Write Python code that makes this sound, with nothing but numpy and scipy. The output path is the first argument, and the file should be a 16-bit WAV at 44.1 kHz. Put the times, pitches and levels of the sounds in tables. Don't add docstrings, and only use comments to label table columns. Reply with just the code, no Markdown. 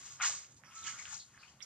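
import sys
import numpy as np
from scipy import signal
from scipy.fft import rfft, irfft
from scipy.io import wavfile
from scipy.ndimage import uniform_filter1d

SR = 44100
rng = np.random.default_rng(int(sys.argv[2]) if len(sys.argv) > 2 else 0)


def linear_from_db(decibels):
    return 10 ** (np.asarray(decibels, float) / 20)


def to_wav(s):
    ch = np.atleast_2d(s).T
    pcm = np.round(np.clip(ch, -1, 1) * 32767)
    wavfile.write(sys.argv[1], SR, pcm.astype(np.int16))


N = 72765

# start_s, rumble_db, breeze_db
SWELL = [(0, -1.5, 1), (.24, 2.5, 3.5), (.42, -3, -1), (.56, 0, -6), (.70, -0.5, 2.5), (.79, -8.5, -0.5),
         (.85, 2, 3), (1.05, -2, 0), (1.28, -3.5, -3.5), (1.45, -1.5, -0.5), (1.57, -3.5, -5.5),
         (1.65, -7, 3.5)]


def read(points, hz):
    f, value = np.transpose(points)
    return np.interp(np.log(hz + 1), np.log(f + 1), value)


def evened(x):
    return x / np.sqrt(np.mean(x ** 2) + 1e-20)


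def sides(pan_db):
    return linear_from_db(np.array([[pan_db / 2], [-pan_db / 2]]))


def add(mix, start_s, sound):
    part = mix[:, round(start_s * SR):][:, :sound.shape[1]]
    part += sound[:, :part.shape[1]]


def air():
    # pitch_hz, level_db_per_hz
    spectrum = [(15, -43), (28, -20), (107, 1), (433, -15.5), (1340, -13.5), (3830, -29.5), (6560, -21.5),
                (12200, -29.5), (15500, -48)]
    # pitch_hz, correlation
    likeness = [(60, .995), (300, .992), (700, .965), (1400, .8), (3500, .3), (6800, -.3), (15000, 0.)]
    level_db, rumble_top_hz, patch_db = -66.5, 367, 2.5
    frames, hz = N // 256 + 5, np.fft.rfftfreq(1024, 1 / SR)
    a, b, c, d, patches = rng.standard_normal((frames, 513, 5)).T
    patches = uniform_filter1d(patches, size=12, axis=0)
    patches = evened(uniform_filter1d(patches, size=14, axis=1))

    same = np.clip(read(likeness, hz), -1, 1)[:, None]
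    left = a + 1j * b
    right = same * left + np.sqrt(1 - same ** 2) * (c + 1j * d)
    z = np.array([left, right]) * linear_from_db(read(spectrum, hz)[:, None] + patch_db * patches)

    t = np.arange(frames) * 256 / SR
    s, rumble_db, breeze_db = np.transpose(SWELL)
    low = 1 / (1 + (hz / rumble_top_hz) ** 2)
    rumble_swell_db = np.outer(low, np.interp(t, s, rumble_db))
    breeze_swell_db = np.outer(1 - low, np.interp(t, s, breeze_db))
    z *= linear_from_db(rumble_swell_db + breeze_swell_db)
    return linear_from_db(level_db) * evened(signal.istft(z, nperseg=1024, noverlap=768)[1][:, :N])


def drones():
    # start_s, low_drone_hz, high_drone_hz
    paths = [(0, 97.5, 149), (0.249, 95.3, 124.1), (.37, 115.6, 160.2), (.62, 117.1, 150),
             (.72, 136.3, 180.2), (.9, 137, 214.7), (1.049, 89.25, 181.8), (1.349, 120.7, 215.4),
             (1.65, 139, 212)]
    levels = [-72.5, -78]
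    width_hz = 24
    t, out = np.arange(N) / SR, np.zeros(N)
    s, *pitches = np.transpose(paths)
    r = np.exp(-np.pi * width_hz / SR)
    for path_hz, level_db in zip(pitches, levels):
        waver = signal.lfilter([1], np.convolve([1, -r], [1, -r]), rng.standard_normal(N))
        phase = 2 * np.pi * np.cumsum(np.interp(t, s, path_hz)) / SR
        out += linear_from_db(level_db) * (1 + 0.41 * evened(waver)) * np.sin(phase)
    swell_s, rumble_db, _ = np.transpose(SWELL)
    return out * linear_from_db(np.interp(t, swell_s, rumble_db))


def ground(x):
    echo_db, t60_s, gap_s, density = -8, 0.053, .002, .15
    t = np.arange(4000) / SR
    taps = rng.standard_normal(len(t)) * (rng.random(len(t)) < density)
    taps *= linear_from_db(-60 * t / t60_s) * (t > gap_s)
    taps /= np.linalg.norm(taps)
    return x + linear_from_db(echo_db) * signal.fftconvolve(x, taps[None], axes=1)[:, :N]


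def husk():
    # peak_s, level_db, rise_s
    knocks = [
        (0.681, -57.5, 0.0092),
        (.715, -85, 0.017),
        (.745, -62, 0.0086),
        (0.772, -46.5, 0.017),
        (0.822, -55, 0.0058),
        (0.874, -43.5, 0.022),
        (.935, -90, 0.0061),
    ]
    # pitch_hz, level_db, t60_s
    modes = [(1314, 0, .3), (2200, -15, .35)]
    out, t = np.zeros((2, N)), np.arange(SR // 2)[None] / SR
    for peak_s, level_db, rise_s in knocks:
        start_s, ring = peak_s - rise_s, 0
        for hz, mode_db, t60_s in modes:
            ring = ring + linear_from_db(mode_db - 60 * t / t60_s) * np.sin(2 * np.pi * hz * (t + start_s))
        add(out, start_s, sides(-2.5) * linear_from_db(level_db) * np.minimum(t / rise_s, 1) * ring)
    return out


def grain(hz, turns, chance):
    # pitch_hz, phase_rad
    ports = [(500, 0.), (3000, .2), (4500, -1.6), (6500, -2.8), (9000, -3.1), (13000, -1.8)]
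    # pitch_hz, spread_rad
    scatter = [(500, .08), (1500, .48), (3000, .9), (6500, 1.25), (8300, .8), (13000, 1.3)]
    t = np.arange(400) / SR
    u = t * hz / turns
    lead_rad = read(ports, hz) + chance * read(scatter, hz)
    return u * np.exp(1 - u) * np.sin(2 * np.pi * hz * t + np.array([[.5], [-.5]]) * lead_rad)


def twigs():
    # start_s, peak_db, pitch_hz, left_right_db, ring_cycles
    snaps = [(.2, -33, 1340, 2, 0.94), (0.2098, -34.5, 2240, 5, 1.2), (.5651, -67, 6660, -4, .6),
             (0.6365, -45, 1730, -11.5, 0.46), (1.0548, -36.5, 2850, -10.5, 0.79),
             (1.1385, -44, 7250, 2, 2.4), (1.3458, -57.5, 1720, 4, 2.9), (1.3764, -47, 1653, -10, 0.69),
             (1.605, -50.5, 2860, -15, 1.05), (.2158, -32.5, 2110, 11, 2.1), (.238, -34, 1393, 2, 2.5),
             (.2455, -33, 1580, 8, 1.4), (.2635, -37, 6500, -2, 1.5), (.2955, -43.5, 736, 1.5, 0.55),
             (.325, -40, 6500, -3, 1.5), (.386, -41, 6800, 1.5, 1.1), (.4465, -51.5, 2530, -7, 0.88),
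             (.8404, -38, 6750, -8, 5.1), (0.8796, -38.5, 1646, 1, 2.1), (.942, -49, 1382, 0, 2.1),
             (.988, -50, 2200, 5, 1.8), (1.081, -51, 1540, 14, 1.8), (1.113, -56, 1710, 18, 2.5),
             (1.143, -39, 4540, 1, 1.4), (1.396, -62, 1280, -2, 1.3), (1.4285, -53, 1380, 3, 1),
             (1.4335, -53, 2510, 12, 3.2), (1.479, -55, 2970, 12, 1.74), (1.6155, -52, 2210, -14, 1.7),
             (1.6272, -37, 5270, 1, 3.7)]
    low_hz, high_hz = 573, 9000
    out = np.zeros((2, N))
    for start_s, peak_db, hz, pan_db, turns in snaps:
        add(out, start_s, linear_from_db(peak_db) * sides(pan_db) * grain(hz, turns, chance=0.18))
    return signal.sosfilt(signal.butter(2, [low_hz, high_hz], "band", fs=SR, output="sos"), out)


def swarm(colour, low_hz, high_hz, per_s, spread_db, turns, count, size):
    height = linear_from_db(spread_db * np.minimum(rng.exponential(1, size), 4))
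    height *= (rng.random(size) < per_s / SR) * rng.choice([-1, 1], size)
    which, out = rng.integers(0, count, size), np.zeros((2, size))
    for k, hz in enumerate(np.geomspace(low_hz, high_hz, count)):
        tap = grain(hz, turns, rng.standard_normal())
        out += signal.oaconvolve((height * (which == k))[None], hz * tap, axes=1)[:, :size]
    colour_gain = linear_from_db(read(colour, np.fft.rfftfreq(size, 1 / SR)))
    return evened(irfft(rfft(out) * colour_gain, size))


def pressure(treads):
    t, power = np.arange(N) / SR, np.zeros((2, N))
    for peak_s, rise_s, level_db, fade_db_per_s, pan_db in treads:
        swell_db = 20 * (t - peak_s) / max(rise_s, .002)
        fade_db = -abs(fade_db_per_s) * (t - peak_s)
        shape_db = np.where(t < peak_s, swell_db, fade_db)
        power += (sides(pan_db) * linear_from_db(level_db + shape_db)) ** 2
    return np.sqrt(power)


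def curls():
    # peak_s, rise_s, level_db, fade_db_per_s, pitch_hz
    leaves = [(.305, 0.049, -68.5, 204, 570), (0.647, 0.004, -63.5, 110, 5860),
              (0.832, 0.024, -58.5, 185, 3700), (0.867, 0.01, -45.5, 158, 6710),
              (0.883, 0.041, -50, 233, 2070), (0.942, 0.015, -54.5, 303, 1447),
              (0.992, 0.043, -55.5, 180, 2070), (1.2, .012, -54, 250, 4380), (1.068, 0.048, -58, 204, 1550),
              (1.133, 0.062, -64.5, 218, 860), (1.40, 0.019, -61.5, 119, 4710),
              (1.433, 0.015, -64, 257, 2450), (1.484, 0.026, -72, 209, 3000),
              (1.611, 0.025, -64, 241, 2210), (1.627, 0.012, -51.5, 702, 5620),
              (.87, 0.022, -50.5, 191, 3060), (0.877, 0.0095, -50.5, 393, 1670),
              (1.607, 0.013, -65.5, 296.5, 3420), (0.866, 0.0084, -49, 220, 4780),
              (.24, 0.041, -48, 300, 1320), (0.596, 0.012, -73, 198, 940), (0.67, 0.016, -65.5, 150, 5260),
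              (1.08, 0.015, -74, 304, 1900), (1.4, 0.034, -73, 300, 1500), (1.491, 0.018, -70.5, 253, 5300),
              (1.63, 0.005, -68.5, 500, 10500), (0.55, 0.011, -72, 252, 8800),
              (.252, 0.022, -49, 402, 2700), (.24, .03, -46, 200, 4400), (0.75, .004, -51, 254, 6800)]
    pans = [0, -1, 7, -13, 3.5, -1, 9.5, -1, 10, 3, -1, 9, 12, -13.5, -15, 7.5, 5, -21, -6, -3, 1, 0, -1,
            -2, -4, -8, 1, 10, 2, -1]
    # share_of_pitch, level_db
    spectrum = [(.5, -34), (.8, -10), (1., 0), (1.2, -10), (1.5, -30), (2.5, -50)]
    out = np.zeros((2, N))
    for (*tread, hz), pan_db in zip(leaves, pans):
        colour = [(share * hz, db) for share, db in spectrum]
        cracks = np.zeros((2, N))
        burst = swarm(colour, 0.825 * hz, 1.129 * hz, per_s=3500, spread_db=2.5, turns=1.53,
                      count=5, size=SR // 2)
        add(cracks, tread[0] - 0.1, burst)
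        out += cracks * pressure([(*tread, pan_db)])
    return out


def crackle():
    # peak_s, rise_s, level_db, fade_db_per_s, left_right_db
    slides = [(.0, .02, -52, 105, 0), (.06, 0.063, -50.5, 85, 5), (.125, 0.073, -60.5, 175, -17.5),
              (.224, 0.012, -34, 132, -2), (.262, 0.034, -32, 173, -0.5), (.36, 0.11, -46.5, 161, -1.5),
              (.41, 0.049, -73, 309, 6), (.515, 0.024, -62, 203, -3.5), (.72, 0.016, -66, 75, 5),
              (.785, 0.076, -49.5, 83, 0), (.845, 0.0047, -50, 194, -10), (.89, 0.028, -46.5, 137, -0.5),
              (.99, 0.038, -49, 74, 4.5), (1.09, 0.14, -57, 75, 3), (1.14, 0.097, -44, 204, 5.5),
              (1.19, 0.03, -53.5, 258, -2), (1.49, .03, -65.5, 157, 3), (.385, .02, -55, 201, 3),
              (.567, 0.0054, -60.5, 300, -1.5), (1.345, .04, -66.5, 150, -1), (1.42, 0.015, -65, 80, 4),
              (1.626, 0.0077, -52.5, 302, 1)]
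    # pitch_hz, level_db
    colour = [(1500, -32.5), (3800, -12), (5500, -8), (6800, 1.5), (7500, -5.5), (8600, -20), (12000, -35),
              (15500, -45)]
    fine = swarm(colour, low_hz=2514, high_hz=12830, per_s=14000, spread_db=2.5, turns=1.14,
                 count=28, size=N)
    return fine * pressure(slides)


def crunch():
    # peak_s, rise_s, level_db, fade_db_per_s, left_right_db
    treads = [(.03, 0.17, -61.5, 112, 6.5), (.075, 0.06, -62, 113, -6.5), (.125, 0.13, -71, 154, -11),
              (.212, 0.015, -37.5, 171, 2), (.232, 0.021, -40, 195, 1), (.254, 0.026, -41, 352, 1),
              (.30, 0.021, -52.5, 146, 4.5), (.40, 0.041, -70, 96, -17), (.645, 0.004, -66, 89, -10.5),
              (.72, 0.041, -60, 83, 3.5), (.785, 0.023, -64.5, 101, -9), (.86, 0.043, -52, 110, 1),
              (.992, 0.046, -56, 168, 6.5), (1.075, 0.046, -57, 148, -1), (1.13, 0.097, -59, 245, 15),
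              (1.36, 0.14, -67, 90, 3), (1.434, 0.07, -63, 111, 3)]
    # pitch_hz, level_db
    colour = [(400, -33), (720, -13), (1150, 1.5), (2200, -1), (3500, -5.5), (5000, -52), (9000, -28),
              (15000, -38)]
    coarse = swarm(colour, low_hz=489, high_hz=6085, per_s=6000, spread_db=2.0, turns=1.41,
                   count=24, size=N)
    return coarse * pressure(treads)


def scene():
    background = air() + drones()
    bending = ground(crunch() + curls())
    breaking = ground(crackle() + twigs())
    return background + husk() + breaking + bending


def band_limit(x):
    return signal.sosfilt(signal.butter(12, 15660, fs=SR, output="sos"), x)


def record(dry):
    cut = signal.sosfilt(signal.butter(2, 55, "high", fs=SR, output="sos"), dry)
    return band_limit(cut)


dry = scene()
out = record(dry)
to_wav(out)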